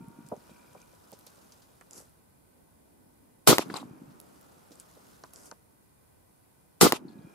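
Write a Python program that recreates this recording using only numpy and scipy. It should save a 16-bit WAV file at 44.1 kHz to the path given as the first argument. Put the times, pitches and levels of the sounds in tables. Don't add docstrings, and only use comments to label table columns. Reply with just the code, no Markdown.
import sys
import numpy as np
from scipy import signal
from scipy.io import wavfile
from scipy.ndimage import uniform_filter1d

SR = 44100
rng = np.random.default_rng(int(sys.argv[2]) if len(sys.argv) > 2 else 0)


def unload_wav(signal):
    wavfile.write(
        sys.argv[1],
        SR,
        np.round(np.clip(np.atleast_2d(signal).T, -1, 1) * 32767).astype(np.int16),
    )


def to_linear_factor(level_db):
    exponent = np.asarray(level_db, float) / 20
    return 10 ** exponent


N = 323694


def evened(x):
    return x / np.sqrt(np.mean(x ** 2) + 1e-20)


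def read(points, hz):
    f, value = np.transpose(points)
    return np.interp(np.log(hz + 1), np.log(f + 1), value)


def follow(tables, column):
    t = np.arange(N) / SR
    return sum(to_linear_factor(np.interp(t, *np.transpose(rows)[[0, column]], -120, -120)) for rows in tables)


def swells(rows, fade, rise=0.0022, drop_db=40):
    tables = []
    for start, full, start_db, full_db in rows:
        tables.append([(start - rise, start_db - 10.0), (start, start_db),
                       (full, full_db), (full + drop_db / fade, full_db - drop_db)])
    return tables


def sides(db):
    return to_linear_factor(np.array([[.5], [-.5]]) * db)


def add(mix, s, sound):
    part = mix[:, max(round(s * SR), 0):][:, :sound.shape[1]]
    part += sound[:, :part.shape[1]]


def spurts(tables, make):
    out = np.zeros((2, N))
    for s, db in map(np.transpose, tables):
        t = np.arange(s[0], s[-1], 1 / SR)
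        add(out, s[0], to_linear_factor(np.interp(t, s, db)) * make(len(t)))
    return out


def low_pass(x, hz, order=2):
    return signal.sosfilt(signal.butter(order, min(hz, 20000), fs=SR, output="sos"), x)


def thin_out(x, hz=110):
    return signal.sosfilt(signal.butter(2, hz, "high", fs=SR, output="sos"), x)


def resonate(x, hz, width_hz):
    r = np.exp(-np.pi * width_hz / SR)
    pole = r * np.exp(2j * np.pi * min(hz, 16000) / SR)
    return 2 * signal.lfilter([1 - r], [1, -pole], x).real


def resonances(x, rows):
    return sum(to_linear_factor(db) * evened(resonate(resonate(x, hz, width), hz, width)) for hz, width, db in rows)


def noise(count, spectrum, same, patchy_db, size=1024, pan=((1, 0), (2, 0))):
    frames, hz = 4 * count // size + 5, np.fft.rfftfreq(size, 1 / SR)
    a, b, c, d, patches = rng.standard_normal((frames, len(hz), 5)).T
    patches = uniform_filter1d(uniform_filter1d(patches, size=9, axis=0), size=9, axis=1)
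    like = np.clip(read(same, hz), -1, 1)[:, None]
    left = a + 1j * b
    right = like * left + np.sqrt(1 - like ** 2) * (c + 1j * d)
    gain = to_linear_factor(read(spectrum, hz)[:, None] + patchy_db * evened(patches))
    z = np.array([left, right]) * gain * sides(read(pan, hz))[:, :, None]
    return evened(signal.istft(z, nperseg=size, noverlap=3 * size // 4)[1][:, :count])


def grainy(count, spectrum, flicker_db, size):
    flicker = evened(uniform_filter1d(rng.standard_normal(count), size=size))
    grains = noise(count, spectrum, [(100, 0.33), (9000, 0.42)], 1.3, size=256)
    return evened(to_linear_factor(flicker_db * flicker) * grains)


def lagged(sound, count=6):
    return np.array([np.pad(sound, (0, count)), np.pad(sound, (count, 0))])


def burst(db, hz, cycles):
    u = np.arange(0, cycles, hz / SR)
    return lagged(to_linear_factor(db) * np.sin(2 * np.pi * u) * np.sin(np.pi * u / cycles) ** 2)


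def heave(t, db, length_s=0.02):
    swings = evened(thin_out(low_pass(rng.standard_normal(len(t)), 420), 90))
    envelope = np.tanh(np.maximum(t, 0) / 0.0018) * np.exp(-(t / length_s) ** 4)
    return np.array([[.85], [-1]]) * to_linear_factor(db) * swings * envelope


# (frequency [Hz], density [dB per Hz])
BOOM_SPECTRUM = [(24, -56.5), (40, -25.5), (114, -4), (331, 2), (511, -4), (832, -7), (1430, -7),
                 (1740, -25.5), (1940, -21), (3000, -29.5), (3900, -56), (6600, -120)]
# (frequency [Hz], density [dB per Hz])
HISS_SPECTRUM = [(880, -31.5), (1500, -3.5), (1760, -14.5), (1970, -5), (2500, -7), (4400, -3), (6300, -5),
                 (11700, -4.5), (14900, -13), (16000, -25.5), (16500, -45.5)]
# (frequency [Hz], correlation [-1..1])
BLAST_SAME = [(60, -0.26), (130, 0.33), (290, 0.074), (640, 0.25), (1410, 0.27), (3100, 0.34), (6820, .05),
              (15000, -0.082)]
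HEAVE_DB, KICK_DB, KICK_S = 3, 1, 0.0054
BASS_LAG_S = .009


def blast(boom_db, hiss_db, fullest, swell_db, pan_db, lead=0.0085, hold=0.062):
    t = np.arange(-lead, .25, 1 / SR)
    after, late = np.maximum(t, 0), np.maximum(t - hold, 0)
    rise_db = 3200 * np.minimum(t, 0) - 16 * np.tanh(np.maximum(-t, 0) / .0006)
    push = heave(t, boom_db + HEAVE_DB)
    swell_db = swell_db * np.exp(-((t - fullest) / 0.029) ** 2)
    boom_db = boom_db + rise_db + swell_db - 60 * after - 11 * np.tanh(late / 0.0019) - 160 * late
    kick_db = KICK_DB * np.exp(-after / KICK_S)
    hiss_db = hiss_db + rise_db + kick_db - 170 * after - 5 * np.tanh(late / 0.049) - 260 * late
    boom = to_linear_factor(boom_db) * noise(len(t), BOOM_SPECTRUM, BLAST_SAME, 1.1, size=512)
    boom = boom - low_pass(boom, 400) * np.exp(-(after / BASS_LAG_S) ** 2)
    hiss = to_linear_factor(hiss_db) * noise(len(t), HISS_SPECTRUM, BLAST_SAME, 1.1, size=256)
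    dull = low_pass(hiss, 14000, order=8)
    top = (hiss - dull) * np.exp(-(after / 0.07) ** 4)
    return sides(pan_db) * (boom + push + dull + top)


def ground_wave(db, start_hz=1140, end_hz=290, bend_s=.0013):
    t = np.arange(0, .012, 1 / SR)
    hz = end_hz + (start_hz - end_hz) * np.exp(-(t / bend_s) ** 2)
    swell = np.tanh(t / .0009) * np.exp(-t / .0036 - (t / .007) ** 4)
    return to_linear_factor(db) * lagged(swell * np.sin(2 * np.pi * np.cumsum(hz) / SR))


def shock(u):
    return (u > 0) * (1.2 * u - 1) * np.exp(-.8 * abs(u))


# (frequency [Hz], density [dB per Hz])
SCATTER_SPECTRUM = [(110, -35), (290, -2.5), (490, -2.5), (1120, -0.5), (1580, -12), (2850, -5.5),
                    (8000, -14), (12600, -16.5), (13200, -60.5)]


def slap(crack_db, scatter_db, step=.00105):
    t = np.arange(0, .12, 1 / SR)
    faces = shock(t / .00028) + .6 * shock((t - step) / .0002) + .2 * shock((t - 2 * step) / .0002)
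    grit = .24 * thin_out(rng.standard_normal(len(t)), 7000) * to_linear_factor(-14000 * np.maximum(t - step, 0))
    ringing = 0.8 * resonate(faces, 2300, 1000) + 1.1 * resonate(faces, 3700, 1400)
    crack = low_pass(low_pass(faces, 5000, order=1) + ringing + grit, 15800)
    crack = to_linear_factor(crack_db) * lagged(thin_out(crack, 300))[:, :len(t)]
    tail_db = scatter_db - 60 * t - 900 * np.maximum(t - .043, 0)
    return crack + to_linear_factor(tail_db) * noise(len(t), SCATTER_SPECTRUM, [(100, 0.41), (9000, .1)], 1.8, size=256)


# (time [s], boom [dB], hiss [dB], swell [dB], left-right [dB])
SHOTS = [
    (3.473, -16.5, -12.5, -0.5, 0.44),
    (6.811, -17, -13, 1.5, 0.5),
]
BANK_DELAYS = [
    .1101,
    .1114,
]
# (centre after shot [s], beside the boom [dB], frequency [Hz], length [cycles])
NEAR_ECHOES = [(.003, 3.5, 1290, 7), (.003, 0, 806.4, 5), (.011, 1.5, 1301, 6), (.017, 2.5, 800, 7),
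               (0.0195, 5, 429.7, 3), (0.023, 9, 310.6, 2), (0.034, 6.5, 500, 3), (.042, 5.5, 330, 3),
               (.048, -3.5, 797.7, 8), (.056, 2, 1250, 11), (.0577, 3, 350, 2)]
# (time [s], peak [dB], frequency [Hz], left-right [dB])
BUFFETS = [
    (3.482, -12, 160, 22),
    (6.8215, -12, 165, -22),
]
MOUND_S, BANK_WAVE_S = .0564, .1188
MOUND_DB, CRACK_DB, BANK_WAVE_DB, SCATTER_DB = 5.5, 13.5, 6, -19.5


def shots():
    out = np.zeros((2, N))
    for (s, boom_db, hiss_db, swell_db, pan_db), bank in zip(SHOTS, BANK_DELAYS):
        add(out, s - .008, blast(boom_db, hiss_db, 0.11, swell_db, pan_db))
        for centre, db, hz, cycles in NEAR_ECHOES:
            add(out, s + centre - cycles / hz / 2, burst(boom_db + db, hz, cycles))
        add(out, s + MOUND_S, ground_wave(boom_db + MOUND_DB))
        add(out, s + bank, slap(boom_db + CRACK_DB, boom_db + SCATTER_DB))
        add(out, s + BANK_WAVE_S, ground_wave(boom_db + BANK_WAVE_DB))
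    for s, db, hz, pan_db in BUFFETS:
        one_sided = sides(pan_db) / to_linear_factor(abs(pan_db) / 2)
        add(out, s, one_sided * burst(db, hz, 3.5))
    return out


# (time [s], thuds [dB], roll [dB])
HEARD_SHOTS = [
    (-.357, -4, -49.5),
    (3.473, -4, -44),
    (6.811, -5, -48.5),
]


def after_shots(delay, gain_db, fade, rise):
    rows = []
    for s, _, db in HEARD_SHOTS:
        rows.append((s + delay, s + delay + 0.0098, db + gain_db, db + gain_db))
    return follow(swells(rows, fade, rise), column=1)


# (frequency [Hz], density [dB per Hz])
ROLL_SPECTRUM = [(24, -63.5), (40, -28), (66, -22), (102, -15), (155, -3.5), (279, -2), (609, -28),
                 (866, -27), (900, -20), (1170, -45.5), (1980, -120)]
# (delay [s], peak [dB], frequency [Hz])
HILLS = [(.241, -30.5, 255), (.27, -39, 270), (.345, -36.5, 233), (.364, -35.5, 250), (.378, -35.5, 168),
         (.402, -44.5, 320), (.435, -34, 160), (0.46, -40, 248), (.545, -35, 235), (0.562, -40.5, 204),
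         (0.603, -40, 146), (0.617, -42, 148), (0.641, -44, 201)]
# (time [s], peak [dB], frequency [Hz])
THUDS = [(0.32, -34.5, 229), (0.37, -47, 180), (0.511, -45, 204), (0.706, -51.5, 109), (0.764, -52, 180),
         (1.128, -48, 196), (1.965, -51, 332), (1.981, -50, 310), (1.95, -55, 400), (2.003, -50.5, 450),
         (2.022, -54, 520), (5.515, -53, 515), (3.6987, -31, 336), (3.709, -37, 222), (3.721, -41, 248),
         (3.828, -35.5, 810), (4.712, -53, 250), (7.019, -44, 288), (7.055, -42.5, 230),
         (7.099, -41.5, 265)]
ROLL_S, ROLL_RISE_S, ROLL_FADE_DB_PER_S = 0.191, 0.037, 30.3


def hills():
    roll_gain = after_shots(ROLL_S, 0, ROLL_FADE_DB_PER_S, ROLL_RISE_S)
    out = roll_gain * noise(N, ROLL_SPECTRUM, [(60, .1), (600, 0.48)], 1.3)
    echoes = []
    for s, shot_db, _ in HEARD_SHOTS:
        echoes += [(s + delay - .003, db + shot_db, hz) for delay, db, hz in HILLS if 0 < s + delay < N / SR]
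    for s, db, hz in echoes + THUDS:
        add(out, s, burst(db + 2.5, hz, 2.27))
    return out


def strikes(rows, t60, sharpness, rise, top, gain_db):
    out, t = np.zeros((2, N)), np.arange(3000) / SR
    for (s, db, hz, pan_db), grit in zip(rows, rng.standard_normal((len(rows), 2, len(t)))):
        blow = (grit + 0.35 * grit[::-1]) * to_linear_factor(-60 * t / max(t60, .001)) * np.tanh(t / rise)
        ring = resonate(resonate(blow, hz, hz / sharpness), 1.08 * hz, 1.6 * hz / sharpness)
        ring = low_pass(ring - low_pass(ring, 0.16 * hz), top * hz)
        add(out, s, to_linear_factor(db + gain_db) * sides(pan_db) * ring / abs(ring).max())
    return out


# (time [s], peak [dB], frequency [Hz], left-right [dB])
KNOCKS = [(.315, -33, 700, 4), (0.3195, -27, 563, -1), (0.325, -36.5, 420, -8), (0.361, -45, 503, -4),
          (0.492, -47, 520, 1.5), (0.747, -42, 740, 3.5), (0.753, -49, 590, -7), (0.762, -47.5, 463, 2),
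          (0.929, -52.5, 517, 2), (1.122, -45, 503, -4), (1.132, -46.5, 386, -5), (1.265, -54.5, 460, -8),
          (1.379, -57, 482, -17), (4.705, -46, 390, -6), (4.966, -48.5, 440, -2)]
# (time [s], peak [dB], frequency [Hz], left-right [dB])
CLACKS = [
    (1.8112, -43, 1500, -4),
    (1.821, -49, 1210, 0),
    (3.6995, -31, 1190, 2),
    (3.7395, -24, 950, 5),
    (7.09, -55, 900, 4),
    (5.238, -37.5, 1040, -6.5),
    (5.246, -41, 885, 0),
    (5.514, -36.5, 1050, -0.5),
    (5.522, -39, 770, -2),
]


def knocks():
    wood = low_pass(strikes(KNOCKS, 0.066, 1.3, 0.001, 1.36, 0.97), 1230, order=4)
    return wood + strikes(CLACKS, 0.032, 0.91, 0.00015, 1.33, 0.48)


# (time [s], peak [dB], frequency [Hz], left-right [dB])
TICKS = [(0.0842, -53.5, 9980, 17), (0.2873, -42, 7950, -2), (.365, -51, 6500, 0), (0.7328, -50, 8540, 0),
         (0.817, -46, 6600, 1), (1.1179, -41, 11200, -5.5), (1.1897, -47, 11500, 15),
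         (1.196, -48, 11000, 0), (1.2662, -38, 10400, 0), (1.2695, -44.5, 4800, -2), (1.278, -47, 9500, 0),
         (1.5216, -45, 5060, -5), (1.8108, -43.5, 8100, 2), (1.9098, -36, 7500, -2), (1.932, -43, 6680, -7),
         (1.9454, -44, 7860, 0), (1.9796, -42, 5900, -4), (2.012, -44.5, 6900, 0), (2.068, -58, 7000, 0),
         (2.095, -50.5, 9500, 0), (3.7405, -38.5, 8500, 12), (3.7684, -39, 4150, 6),
         (3.7688, -33.5, 9300, 10), (4.201, -36.5, 10700, -4), (4.2137, -45, 10670, -4),
         (4.4116, -47.5, 9000, -4), (4.708, -54, 6500, -4), (4.792, -56, 4500, 0), (4.8035, -45, 9000, 2),
         (5.339, -47, 10500, -4), (4.7554, -45, 8200, 0), (4.799, -31.5, 9400, 4),
         (5.2372, -39, 5000, -0.5), (5.3358, -36.5, 11200, -6), (5.3597, -34, 6550, -1),
         (5.457, -40.5, 10500, -5), (5.4764, -50, 9000, 0), (5.513, -33, 5940, 1)]
# (time [s], peak [dB], frequency [Hz], left-right [dB])
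SCUFFS = [(0.262, -54.5, 6760, 15.5), (0.4964, -54.5, 3400, 0), (0.6299, -68, 3780, 0),
          (0.7994, -56, 4840, 0.5), (1.128, -44.5, 5800, 0), (1.2665, -45, 4900, 0), (1.3694, -59, 5250, 0),
          (1.5195, -46, 5550, 0), (1.6194, -49, 4970, -2), (3.7, -50.5, 3600, 22), (3.749, -47, 1250, 5),
          (4.1037, -58.5, 3680, -6.5), (4.7162, -46, 5470, -1), (4.8, -47, 8000, 1), (7.105, -64, 3400, 11)]
# (time [s], peak [dB], frequency [Hz], left-right
# [dB])
PINGS = [(3.7403, -34, 4200, 12), (3.7635, -33.5, 4000, 14), (3.7675, -33, 7230, 13),
         (3.803, -42.5, 3800, 0), (7.0812, -54, 4250, 9), (7.085, -57, 3900, 9), (7.0905, -57, 4300, 9),
         (7.0403, -66, 3000, 4), (7.119, -62, 4250, 8), (7.13, -62, 4250, 8), (7.186, -63, 3800, 3),
         (7.2194, -66, 4400, 3), (7.098, -63, 3300, 6), (5.459, -51, 5900, 6), (1.931, -42, 6500, 4),
         (4.4125, -52, 13500, -4)]


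def small_strikes():
    ticks = thin_out(strikes(TICKS, 0.0061, 2.3, .0001, 1.4, 1.3), 2800)
    scuffs = strikes(SCUFFS, 0.1, 1.47, 0.0011, 3.3, -1.1)
    return ticks + scuffs + strikes(PINGS, 0.023, 7, 0.00035, 1.5, 0.1)


# (start [s], length [s], first pitch [Hz], final pitch [Hz], level [dB], fade
# [dB/s])
WHINES = [
    (0, 1.3, 918, 1005, -62, 8),
    (7.06, .3, 1700, 1450, -76, 4),
    (7.1, .24, 2460, 2300, -84, -45),
    (7.19, .11, 3290, 3100, -84, -5),
]
# (frequency ratio, level [dB])
WHINE_PARTIALS = [(1, 0), (1.237, -12), (1.515, -9)]
GLIDE_S, PASS_S, PASS_DB = .8, .27, 6.5


def whine(start, length, first_hz, final_hz, db, fade, partials):
    t = np.arange(0, length, 1 / SR)
    waver = evened(uniform_filter1d(rng.standard_normal(len(t)), size=1500))
    hz = final_hz + (first_hz - final_hz) * np.exp(-t / GLIDE_S)
    turns = np.cumsum(hz * (1 + 0.0017 * waver)) / SR
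    tones = sum(to_linear_factor(part_db) * np.sin(2 * np.pi * k * turns) for k, part_db in partials)
    level_db = db - fade * t - PASS_DB * np.tanh((t / PASS_S) ** 4)
    gain = np.sqrt(2) * to_linear_factor(level_db) * np.tanh(t / 0.014) * to_linear_factor(1.6 * waver)
    return start, gain * tones * sides(0)


def gliding_tones():
    out = np.zeros((2, N))
    add(out, *whine(*WHINES[0], WHINE_PARTIALS))
    for row in WHINES[1:]:
        add(out, *whine(*row, WHINE_PARTIALS[:1]))
    return out


# (time [s], level [dB])
MOVES = [
    [(0, -75.5), (.466, -66.5), (1.0, -68.5), (1.4, -65.5), (1.85, -73), (2.05, -71.5), (2.2, -84)],
    [(3.62, -64), (3.652, -60.5), (3.936, -74), (4.374, -67.5), (4.62, -69.5), (4.758, -66.5),
     (5.14, -65.5), (5.538, -73.5), (5.7, -104)],
    [(6.96, -74), (7.12, -76.5), (7.34, -70.5)],
]
# (frequency [Hz], density [dB per Hz])
RUSTLE_SPECTRUM = [(1500, -34), (2500, -6), (4900, -3), (10600, -5), (14200, -8), (15600, -13),
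                   (15800, -59.5)]
# (frequency [Hz], density [dB per Hz])
SCRAPE_SPECTRUM = [(88, -26.5), (150, -4), (270, -3), (347, -4.5), (878, -7.5), (1450, -10.5),
                   (1690, -17.5), (3000, -26.5), (3900, -40), (6600, -120)]
# (start [s], fullest [s], start level [dB], fullest level [dB])
RUBS = [
    (1.908, 1.98, -68.5, -54),
    (5.334, 5.476, -64, -61.5),
]
# (frequency [Hz], density [dB per Hz])
RUB_SPECTRUM = [(1500, -30), (2500, -16), (4000, -15.5), (5000, -3), (8000, -2), (12000, -5.5),
                (13200, -13), (15000, -48)]
# (start [s], fullest [s], start level [dB], fullest level [dB])
DIRT = [
    (3.69, 3.745, -65, -51),
    (3.748, 3.768, -49.5, -40.5),
    (3.79, 3.815, -55, -56.5),
    (7.09, 7.13, -68, -71),
]
# (frequency [Hz], density [dB per Hz])
SPRAY_SPECTRUM = [(180, -39), (300, -5), (814, -0.5), (975, 4.5), (1290, -2), (1620, -13), (4050, -10),
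                  (6000, -17.5), (7300, -15.5), (15000, -22.5)]
# (frequency [Hz], correlation [-1..1])
AIR_SAME = [(60, 0.3), (150, 0.45), (380, -0.31), (950, -0.4), (2380, 0.041), (5980, -0.12),
            (15000, 0.0097)]
SCRAPE_DB, RUB_SCRAPE_DB, HAZE_DB = 4, -1, -58.5
RUB_FADE_DB_PER_S, DIRT_FADE_DB_PER_S, HAZE_FADE_DB_PER_S = 265, 450, 12.3


def moves():
    effort, rubbing = follow(MOVES, column=1), swells(RUBS, RUB_FADE_DB_PER_S)
    rustle = effort * grainy(N, RUSTLE_SPECTRUM, 2.2, size=130)
    rubs = spurts(rubbing, lambda count: grainy(count, RUB_SPECTRUM, 2.7, size=60))
    haze = after_shots(0.183, HAZE_DB + 43.5, HAZE_FADE_DB_PER_S, .03)
    scrape_gain = to_linear_factor(SCRAPE_DB) * effort + to_linear_factor(RUB_SCRAPE_DB) * follow(rubbing, column=1) + haze
    scrape = scrape_gain * noise(N, SCRAPE_SPECTRUM, AIR_SAME, 1.0)
    dirt = spurts(swells(DIRT, DIRT_FADE_DB_PER_S), lambda count: grainy(count, SPRAY_SPECTRUM, 2.8, size=90))
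    return rustle + to_linear_factor(4.0) * rubs + scrape + low_pass(to_linear_factor(4.0) * dirt, 12600, order=3)


# (start [s], end [s], start level [dB], end level [dB])
MOTOR_RUNS = [
    (0, .15, -75.5, -82),
    (.15, .254, -83, -73),
    (.49, .83, -72.5, -72.5),
    (.27, .48, -89, -80),
    (.87, .94, -82, -81),
    (3.88, 3.99, -76.5, -77),
    (7.16, 7.34, -80, -74),
]
# (frequency [Hz], width [Hz], level [dB])
LENS_BARREL = [(1480, 160, 3), (2380, 90, 0), (3250, 110, -10), (3900, 300, -10)]
FRAME_HZ = 59.94
STEP_HZ, STEP_DROP_HZ, STEP_S = 2290, 400, .004


def focus_motor():
    turns = np.arange(N) * FRAME_HZ / SR + 0.45
    since = turns % 1 / FRAME_HZ
    uneven = to_linear_factor(1.6 * rng.standard_normal(int(turns[-1]) + 1))[turns.astype(int)]
    pitch = STEP_HZ + STEP_DROP_HZ * np.exp(-since / .003)
    ring = since * np.exp(-since / STEP_S * 1.5)
    steps = uneven * ring * np.sin(2 * np.pi * np.cumsum(pitch) / SR)
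    rasp = (0.22 + np.exp(-since / .002)) * rng.standard_normal(N)
    chirr = sum(to_linear_factor(db) * evened(resonate(resonate(rasp, hz, width), hz, 400)) for hz, width, db in LENS_BARREL)
    return follow(swells(MOTOR_RUNS, 450, .015), column=1) * (.55 * chirr + .72 * evened(steps))


def frame_ticks():
    ticks, at = np.zeros(N + 8), np.arange(.004, N / SR - .001, 1 / FRAME_HZ) * SR
    near = at.astype(int)[:, None] + np.arange(8)
    sign = (-1.) ** np.arange(len(at))[:, None]
    np.add.at(ticks, near, np.sinc(near - at[:, None] - 3) * sign)
    return ticks[:N]


# (frequency [Hz], width [Hz], level [dB])
WHIRR = [(10370, 300, -81.5), (11600, 900, -89.5), (9000, 1700, -92), (4500, 2000, -94.5)]
# (frequency [Hz], width [Hz], level [dB])
HOUSING = [(960, 210, -79.5), (1500, 96, -83.5), (1990, 78, -88), (2420, 69, -89.5)]
# (frequency [Hz], level [dB])
CAMERA_TONES = [(899, -89.5), (1545, -94), (1836, -99), (2056, -98), (2385, -101)]


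def camera():
    t = np.arange(N) / SR
    whirr = resonances(frame_ticks(), WHIRR)
    tones = sum(np.sqrt(2) * to_linear_factor(db) * np.sin(2 * np.pi * hz * t) for hz, db in CAMERA_TONES)
    return whirr + tones + resonances(rng.standard_normal((2, N)), HOUSING)


# (frequency [Hz], density [dB per Hz])
AIR_SPECTRUM = [(20, -29), (65, -2.5), (130, -8.5), (200, -9), (300, -12.5), (500, -15), (900, -19),
                (1600, -28.5), (3050, -33.5), (4600, -33), (6200, -34.5), (9500, -27.5), (14500, -30.5),
                (15650, -35), (15800, -68.5)]
# (frequency [Hz], left-right [dB])
AIR_PAN = [(60, -1.5), (240, -1), (950, -0.5), (3770, 0), (15000, -1.5)]
# (start [s], fullest [s], start level [dB], fullest level [dB])
DRONE = [
    (2.3, 3.0, -76, -64.5),
]
# (frequency [Hz], density [dB per Hz])
DRONE_SPECTRUM = [(88, -46), (150, -16), (275, -1), (386, -17), (416, -8), (448, -14), (900, -21),
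                  (1170, -48.5), (1980, -120)]
AIR_DB = -65
DUCK_DB, DUCK_S = 7.5, 0.44


def air():
    t = np.arange(N) / SR
    wash = to_linear_factor(AIR_DB + 3) * noise(N, AIR_SPECTRUM, AIR_SAME, .9, size=2048, pan=AIR_PAN)
    drone = spurts(swells(DRONE, 12, 0.067, 6.7),
                   lambda count: noise(count, DRONE_SPECTRUM, AIR_SAME, 2.0, size=2048))
    duck_db = sum(DUCK_DB * (t > s) * np.exp(-((t - s) / DUCK_S) ** 2) for s, *_ in SHOTS)
    return (wash + camera() + drone) * to_linear_factor(-duck_db)


def scene():
    rifle = shots() + thin_out(hills())
    handling = knocks() + small_strikes() + moves()
    return rifle + handling + gliding_tones() + focus_motor() + air()


TOP_HZ, TOP_GATE_DB = 13600, -23


def gate_top(x):
    body = signal.oaconvolve(x, signal.firwin(255, TOP_HZ, fs=SR)[None], "same")
    top, bright = x - body, np.diff(body, prepend=0)
    top_power, bright_power = (uniform_filter1d((v ** 2).sum(0), size=1024) for v in (top, bright))
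    keep = top_power > to_linear_factor(2 * TOP_GATE_DB) * bright_power
    return body + top * uniform_filter1d(keep * 1., size=256)


def roll_off(x):
    return signal.sosfilt(signal.butter(12, 16630, fs=SR, output="sos"), x)


LOW_CUT_HZ, EDGE_HZ = 76, 16450


def record(dry):
    cut = signal.sosfilt(signal.butter(1, LOW_CUT_HZ, "high", fs=SR, output="sos"), dry)
    loud = gate_top(np.tanh(cut / 1.072) * 1.094)
    edge = signal.firwin(255, EDGE_HZ, window=("kaiser", 9), fs=SR)
    return roll_off(signal.oaconvolve(loud, edge[None], "same"))


dry = scene()
out = record(dry)
unload_wav(out)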